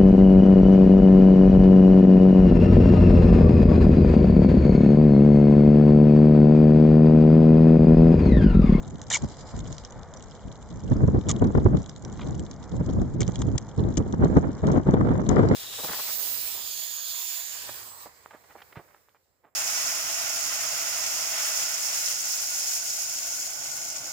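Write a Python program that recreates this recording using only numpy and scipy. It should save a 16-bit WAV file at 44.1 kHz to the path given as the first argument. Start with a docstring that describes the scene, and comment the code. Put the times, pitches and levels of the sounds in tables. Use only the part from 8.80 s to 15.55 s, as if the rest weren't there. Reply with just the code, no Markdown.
"""A thin hiss and a patter of drops in the wind: water jets from a holed pipe on open moorland.
The hole, close to a hand-held camera, spits and squeaks when trapped air comes through.
Spray falls back on the heather and the pipe; there are a few dull, wet smacks, and far air rushes softly.
Gusts buffet the two microphone ports, harder as the camera tilts up; narrow notches colour the treble."""
import sys
import numpy as np
from scipy import signal
from scipy.fft import rfft, irfft
from scipy.io import wavfile
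from scipy.ndimage import uniform_filter1d, map_coordinates

SR = 44100
rng = np.random.default_rng(int(sys.argv[2]) if len(sys.argv) > 2 else 0)


def store_wav(level_fs):
    """Save 16-bit WAV to argv[1]."""
    pcm = np.round(np.clip(np.atleast_2d(level_fs), -1, 1) * 32767)
    wavfile.write(sys.argv[1], SR, pcm.T.astype(np.int16))


N = 297675
T = np.arange(N) / SR
HZ = np.fft.rfftfreq(N, 1 / SR)

# spectrum of a drop on wet stems (frequency [Hz], relative level [dB])
WET_STEM_SPECTRUM = [(500, -29), (1200, 3.5), (2200, 3.5), (3200, 8.5), (4300, 5.5), (5200, 7), (6200, 6.5),
                     (7300, 7), (8500, -8.5)]


def gain_of(db):
    """Decibels to amplitude."""
    return 10 ** (np.asarray(db) / 20)


def unit_rms(x):
    """Scales to an rms of one."""
    return x / np.sqrt(np.mean(x ** 2) + 1e-20)


def value_at(points, hz):
    """A spectrum's value at hz, on a log-frequency axis."""
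    freqs, values = np.transpose(points)
    return np.interp(np.log(hz + 1), np.log(freqs), values)


def follow(rows):
    """A curve's value at every sample."""
    return np.interp(T, *np.transpose(rows))


def add(mix, start_s, sound):
    """Mixes a two-channel sound in at start_s."""
    part = mix[:, max(round(start_s * SR), 0):][:, :sound.shape[1]]
    part += sound[:, :part.shape[1]]


def panned(side_db):
    """Left and right gains for a level difference."""
    pair = gain_of([[side_db / 2], [-side_db / 2]])
    return pair / pair.mean()


def noise_pair(size, coherence):
    """White noise at two microphone ports that share a part of it."""
    shared, *own = rng.standard_normal((3, size))
    return np.sqrt(coherence) * shared + np.sqrt(1 - coherence) * np.array(own)


def wander(rate_hz):
    """Smooth random motion of rms one at each port, up to about rate_hz."""
    return unit_rms(irfft(rfft(rng.standard_normal((2, N))) * np.exp(-(HZ / rate_hz) ** 2), N))


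def coloured(x, spectrum):
    """Passes x through a causal filter of unit energy with the given spectrum."""
    log_gain = np.log(gain_of(value_at(spectrum, abs(np.fft.fftfreq(2048, 1 / SR)))))
    taps = np.fft.ifft(np.exp(np.conj(signal.hilbert(log_gain)))).real  # minimum phase
    return signal.oaconvolve(x, unit_rms(taps)[None] / np.sqrt(len(taps)), axes=1)[:, :N]


def resonance(hz, centre_hz, boost_db, width_octaves):
    """Gain of a bell-shaped spectral peak."""
    return gain_of(boost_db * np.exp(-(np.log2((hz + 1) / centre_hz) / width_octaves) ** 2))


def swells(rows, base_db, rise_s, fall_s):
    """Level in dB of a base plus swells that rise, hold and die away."""
    power = gain_of(base_db) ** 2 * np.ones(N)
    for start, hold, db in rows:
        rise = np.clip((T - start) / rise_s, 0, 1)
        fall = np.exp(-np.maximum(T - start - hold, 0) / fall_s)
        power += (gain_of(db) * rise * fall) ** 2
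    return 10 * np.log10(power)


def jet(base_db=-64, flicker_db=3.5, whistle_db=-8, whistle_hz=5000, whistle_width_hz=500):
    """Water hisses out of the hole, close to the microphone; in a surge it also whistles softly."""
    # spectrum of the hiss (frequency [Hz], relative level [dB])
    hiss_spectrum = [(1000, 0), (3000, -0.5), (4200, 2.5), (4700, 3.5), (5150, 4), (5700, 1.5), (6500, 1.5),
                     (7300, 6), (8500, -15)]
    # after a spit the hole can hiss harder for a while (start [s], hold [s], level [dB])
    surges = [(.36, 0.43, -55.5), (.83, 0.23, -58.5), (6.49, 0.28, -58)]
    flow = gain_of(swells(surges, base_db, rise_s=0.02, fall_s=0.025))
    hiss = coloured(noise_pair(N, coherence=0.23), hiss_spectrum)
    whistle = unit_rms(irfft(rfft(hiss) * np.exp(-((HZ - whistle_hz) / whistle_width_hz) ** 2), N))
    whistle *= (flow - gain_of(base_db)) * gain_of(whistle_db)
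    return gain_of(flicker_db * wander(60)[0]) * (flow * hiss + whistle)


def turbulence():
    """Spectra of the churning air at the two ports; the shared part crosses between them."""
    # turbulence that both ports feel (frequency [Hz], share [0-1])
    coherence = [(30, 0.1), (100, 0.33), (300, 0.31), (700, 0.64), (1500, 0.64), (4000, 0.8)]
    # eddies crossing to the right port (frequency [Hz], phase lag [rad])
    crossing = [(30, 0), (150, -0.2), (400, 0.34), (800, 1.67), (1500, 3), (4000, 4)]
    shared, *own = rfft(rng.standard_normal((3, N)))
    share = value_at(coherence, HZ)
    lag = np.exp(-1j * np.outer([0, 1], value_at(crossing, HZ)))
    return np.sqrt(share) * shared * lag + np.sqrt(1 - share) * np.array(own)


def wind_power(port_churn_db=1.8, shared_churn_db=1.5, eddy_db=-1.5, rise_s=0.0031, fall_s=0.0055):
    """Power of the wind on each port: a churning breeze, gusts and single hard eddies."""
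    # the breeze between gusts (time [s], level [dB])
    breeze = [(0, -40), (1.1, -49), (1.85, -45.5), (2.6, -32), (3.1, -45), (3.85, -39.5), (4.4, -30.5),
              (4.85, -41), (5.7, -35.5), (6.3, -30), (6.75, -22)]
    # gusts at the microphone (start [s], hold [s], level [dB])
    gusts = [(.07, 0.081, -35), (.41, 0.045, -34.5), (.73, 0.18, -36), (1.15, 0.065, -43.5),
             (1.64, 0.019, -36.5), (1.9, 0.088, -38.5), (2.03, 0.11, -28.5), (2.15, 0.24, -24),
             (2.45, 0.11, -27), (2.605, 0.072, -22.5), (2.745, 0.23, -23), (3.23, 0.39, -36.5),
             (3.39, 0.25, -32.5), (3.91, 0.11, -28.5), (4.06, 0.17, -24.5), (4.35, 0.06, -26),
             (4.57, 0.17, -27.5), (4.97, 0.12, -22), (5.17, 0.04, -21.5), (5.25, 0.24, -31),
             (5.39, 0.064, -18), (5.49, 0.11, -21), (5.62, 0.081, -26.5), (5.83, 0.14, -17.5),
             (6.05, 0.34, -22), (6.48, 0.043, -19.5), (6.56, 0.095, -17)]
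    # the hardest eddies on the ports (crest time [s], relative level [dB], left minus right [dB])
    buffets = [(0.442, -19.5, -1.5), (2.120, -11, -4), (2.24, -9, 1), (2.284, -12.5, -1.5),
               (2.344, -14.5, -1.5), (2.379, -16, -2), (2.623, -11, 1.5), (2.650, -14, -9),
               (2.753, -13, 6.5), (2.778, -10, -1.5), (2.862, -6.5, -4.5), (2.948, -13, 7),
               (3.939, -23.5, 0), (4.009, -17.5, 0.5), (4.487, -18, -8), (4.685, -19.5, -16),
               (4.756, -19, -3), (5.337, -18.5, -2), (5.438, -12, 3), (5.571, -5, -1), (5.836, -16.5, 1.5),
               (6.091, -10, 0), (6.139, -14, 1.5), (6.173, -18.5, 6), (6.211, -16, 3), (6.311, -15.5, -2.5),
               (6.714, -13.5, -6)]
    churn_db = port_churn_db * wander(15.3) + shared_churn_db * wander(30)[0]
    power = gain_of(swells(gusts, follow(breeze), rise_s=0.01, fall_s=0.031) + churn_db) ** 2
    t = np.arange(-0.03, 0.05, 1 / SR)
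    eddy = np.exp(-(t / np.where(t < 0, rise_s, fall_s)) ** 2 / 2)  # it hits faster than it leaves
    for crest, db, side_db in buffets:
        add(power, crest + t[0], (gain_of(db + eddy_db) * panned(side_db)) ** 2 * eddy)
    return power


def wind(firm_gust_db=-22, brighten=0.12, flutter_db_per_octave=1.75, eddy_cycles=1.42):
    """Wind on the microphone; faster air sheds smaller eddies, so it is brighter as well as louder."""
    # spectrum of a firm gust (frequency [Hz], relative level [dB])
    rumble_spectrum = [(15, -21.5), (30, -7.5), (60, 1), (110, 3), (180, 2), (280, -2.5), (450, -11.5),
                       (700, -21), (1100, -28.5), (1800, -38.5), (3000, -52.5), (7000, -78.5)]
    # eddies get finer as the camera turns into the wind (time [s], tilt about 200 Hz [dB/octave])
    fineness = [(0, -.5), (1.2, -3.5), (2.6, -0.1), (4.7, -1.8), (5.5, 1.13), (6.75, 2)]
    power = wind_power()
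    air = irfft(turbulence() * gain_of(value_at(rumble_spectrum, HZ)), N)
    air /= np.sqrt(uniform_filter1d(air ** 2, size=1100))  # the wind's power alone sets the loudness
    spectrum, flutter, out = rfft(air), wander(120), np.zeros((2, N))
    centres_hz = np.geomspace(37.5, 4800, 8)
    for hz, weights in zip(centres_hz, np.eye(len(centres_hz))):
        band = irfft(spectrum * value_at(np.transpose([centres_hz, weights]), HZ), N)
        response_samples = int(eddy_cycles * SR / hz) + 1  # big eddies answer slowly
        force_db = 10 * np.log10(uniform_filter1d(power, response_samples))
        octaves_up = np.clip(np.log2(hz / 150), 0, 2.6)  # above the broad eddies
        fine_db = octaves_up * (brighten * (force_db - firm_gust_db) + flutter_db_per_octave * flutter)
        tilt_db = follow(fineness) * np.log2(hz / 200)
        out += band * gain_of(force_db + fine_db + tilt_db)
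    return out


def moor(level_db=-50, swell_db=1.72):
    """The soft, even rush of wind and water far off across the moor."""
    # spectrum of the distant air (frequency [Hz], relative level [dB])
    far_spectrum = [(40, -18), (150, -20.5), (330, -4), (500, 3), (900, -1), (1400, -8), (2200, -16.5),
                    (4000, -42), (8000, -52)]
    level = gain_of(level_db + swell_db * wander(8.0)[0])
    return level * coloured(noise_pair(N, coherence=0.97), far_spectrum)


def spatter(level_db=-56, fade_db_per_s=0.38, drift_db=1.0, drops_per_s=260, spread_db=6.0):
    """Fine droplets, a few larger, land on stems of many sizes; fainter as the camera lifts."""
    # showers of fine spray coming down together (start [s], hold [s], level [dB])
    showers = [(3.3, 0.12, -52.5), (4.45, 0.15, -47.5), (5.86, .08, -52)]
    stems_hz = [2920, 3800, 5240, 5970, 6760, 7400]
    out, t = np.zeros((2, N)), T[:700]
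    envelope = (1 - np.exp(-t / 0.0002)) * np.exp(-t / 0.0021)
    for hz in stems_hz:
        landings = rng.random(N) < drops_per_s / len(stems_hz) / SR
        impacts = landings * gain_of(spread_db * np.minimum(rng.exponential(1, N), 3))
        peak = resonance(HZ, hz, boost_db=12, width_octaves=0.31)
        stem_noise = irfft(rfft(noise_pair(N, coherence=0.24)) * peak, N)
        out += signal.oaconvolve(impacts, envelope)[:N] * stem_noise
    base_db = level_db - fade_db_per_s * T + drift_db * wander(4)[0]
    level = gain_of(swells(showers, base_db, rise_s=0.032, fall_s=0.02))
    return level * unit_rms(coloured(out, WET_STEM_SPECTRUM))


def drops(gain_db=-3, rise_s=0.00017, fall_s=0.0014, splash_db=-22, splash_fall_s=0.011):
    """Each drop near the microphone ticks in the pitch range of what it hits, then splashes a little."""
    # the largest drops (time [s], relative level [dB], resonance [Hz], left minus right [dB])
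    landings = [(0.216, -29, 6900, -3), (.4216, -33, 6830, -1.5), (0.444, -35, 5040, 0),
                (.569, -38, 7100, -4), (.765, -36, 7000, -1), (0.791, -31.5, 7060, -3),
                (.8742, -33.5, 7000, -5), (.926, -27, 6060, -.5), (0.9819, -26.5, 5060, -2),
                (1.049, -27.5, 5700, 0), (1.123, -35.5, 7000, -5), (1.2317, -36, 4900, 2.5),
                (1.3381, -34, 6960, -2), (1.4252, -35.5, 7700, -5), (1.827, -39, 7500, -2),
                (2.132, -37, 3550, 1), (2.4116, -35, 3640, 8), (2.563, -34.5, 3380, -2),
                (2.6415, -34.5, 3700, -4), (2.9704, -32, 3550, 3), (3.061, -35, 3600, 2),
                (3.0942, -27, 5470, -2), (3.1617, -36, 3800, 3), (3.249, -29.5, 5650, 0),
                (3.3732, -38.5, 6100, 3), (3.5446, -38, 3190, -2), (3.5946, -29, 7700, -2),
                (3.6643, -36.5, 3860, -1), (3.7124, -30.5, 6000, -2), (3.965, -38, 6600, 4),
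                (4.43, -23.5, 3540, 3), (4.478, -25.5, 6480, 1), (4.557, -24.5, 3130, -1),
                (5.325, -33.5, 6060, 8), (5.4455, -35, 4030, 9), (5.5705, -33, 3050, -1),
                (5.8691, -26.5, 6140, 2), (6.1088, -36, 6200, 4), (6.139, -33.5, 3270, 5),
                (6.56, -34.5, 5240, 10), (6.6873, -31.5, 4840, 8)]
    out, t = np.zeros((2, N)), T[:2048]
    hz = np.fft.rfftfreq(len(t), 1 / SR)
    splash = gain_of(splash_db) * np.exp(-t / splash_fall_s)
    envelope = (1 - np.exp(-t / rise_s)) * (np.exp(-t / fall_s) + splash)
    for start, db, centre_hz, side_db in landings:
        peak = resonance(hz, centre_hz, boost_db=10, width_octaves=0.21)
        tick = unit_rms(irfft(rfft(noise_pair(len(t), coherence=0.41)) * peak)) * envelope
        add(out, start, gain_of(db + gain_db) * panned(side_db) * tick)
    return coloured(out, WET_STEM_SPECTRUM)


def spits(gain_db=1, sputter_db=3, fall_s=0.0029):
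    """Pockets of air burst through the hole in short, sputtering rasps."""
    # air pockets (start [s], length [s], relative level [dB], left minus right [dB])
    bursts = [(0.3012, 0.0027, -28, -2), (0.306, 0.016, -30, 0), (0.325, 0.036, -24.5, -1.5),
              (0.364, 0.011, -31, 3), (2.4866, 0.0065, -31, 1), (2.493, 0.013, -28, -4),
              (2.5114, 0.0046, -26.5, -2), (4.405, 0.0033, -29.5, 7), (4.415, 0.0013, -27.5, 1),
              (4.618, 0.0032, -37.5, 3), (4.779, 0.0017, -25.5, 8), (5.171, 0.0076, -29, 12),
              (6.4904, 0.0016, -30.5, 28)]
    # spectrum of the rasp (frequency [Hz], relative level [dB])
    rasp_spectrum = [(200, -14.5), (600, -12.5), (1000, -5.5), (1400, -7.5), (1900, -5), (3000, 0),
                     (4300, -3.5), (5200, 1.5), (6200, 5), (7200, 6.5), (8500, -14)]
    envelope = np.zeros((2, N))
    for start, length, db, side_db in bursts:
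        t = np.arange(0, length + 0.02, 1 / SR)
        add(envelope, start, gain_of(db) * panned(side_db) * np.exp(-np.maximum(t - length, 0) / fall_s))
    sputter = gain_of(gain_db + sputter_db * wander(350)[0])
    return coloured(envelope * sputter * noise_pair(N, coherence=0.74), rasp_spectrum)


def smacks():
    """Dull, wet smacks that die quickly, some at the onset of a spit, some alone."""
    # smacks (time [s], level [dB], decay time [s])
    onsets = [(0.3075, -27.5, 0.0073), (3.393, -35, 0.0054), (3.412, -36, 0.0079), (3.428, -43, 0.0091),
              (4.417, -33.5, 0.0048), (4.6196, -25, 0.0012)]
    # spectrum of the smack (frequency [Hz], relative level [dB])
    smack_spectrum = [(300, -20), (700, 7), (1100, 9.5), (1700, -1), (2400, 4), (3900, -0.5), (5000, -15),
                      (8000, -31)]
    envelope, t = np.zeros((2, N)), T[:4000]
    for start, db, fall_s in onsets:
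        add(envelope, start, gain_of(db) * panned(0) * np.exp(-t / fall_s))
    return coloured(envelope * noise_pair(N, coherence=1.0), smack_spectrum)


def squeaks(sag_octaves_per_s=9, overtone_db=-17, jitter=0.039):
    """The film of water at the hole whistles briefly as air passes, sagging in pitch."""
    # squeaks of the wet edge (start [s], length [s], starting pitch [Hz], level [dB])
    chirps = [(.311, 0.0076, 1790, -30), (.315, .01, 3860, -29.5), (.327, 0.033, 3110, -26.5),
              (.338, .005, 2160, -24.5), (.348, .015, 2380, -21), (.363, 0.01, 1010, -34),
              (2.489, 0.014, 3730, -35.5), (2.493, 0.023, 1272, -36.5), (3.411, .009, 2430, -39.5),
              (4.413, 0.0061, 2330, -32.5)]
    out, shake = np.zeros((2, N)), wander(400)[0]
    for start, length, hz, db in chirps:
        t = np.arange(0, length, 1 / SR)
        waver = 1 + jitter * np.interp(start + t, T, shake)
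        pitch_hz = hz * 2 ** (-sag_octaves_per_s * t) * waver
        phase = 2 * np.pi * np.cumsum(pitch_hz) / SR
        tone = np.sqrt(2) * (np.sin(phase) + gain_of(overtone_db) * np.sin(2 * phase))
        add(out, start, gain_of(db) * panned(0) * tone * signal.windows.tukey(len(t), 0.5))
    return out


def scene():
    """Open ground gives no echo; the water reaches the far port a little later as it moves off centre."""
    # the jet drifts to the left as the camera pans (time [s], delay at the right port [s])
    right_delay = [(0, 0), (3.6, 0), (5.2, .00005), (6.75, .00007)]
    left, right = jet() + spits() + squeaks() + smacks() + drops() + spatter()
    right = map_coordinates(right, [(T - follow(right_delay)) * SR])
    return wind() + moor() + np.array([left, right])


def record(dry):
    """The camera clips at full scale; narrow notches and a low band limit shape the treble."""
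    # the camera's notch filters (frequency [Hz], width [Hz])
    notches = [(2610, 760), (4610, 426), (5420, 340), (7900, 160), (8100, 71)]
    x = np.clip(dry, -1, 1)
    for hz, width_hz in notches:
        x = signal.lfilter(*signal.iirnotch(hz, hz / width_hz, fs=SR), x)
    lowpass = signal.firwin(121, cutoff=8800, window=("kaiser", 9), fs=SR)
    return signal.oaconvolve(x, lowpass[None], "same")


dry = scene()
out = record(dry)
store_wav(out)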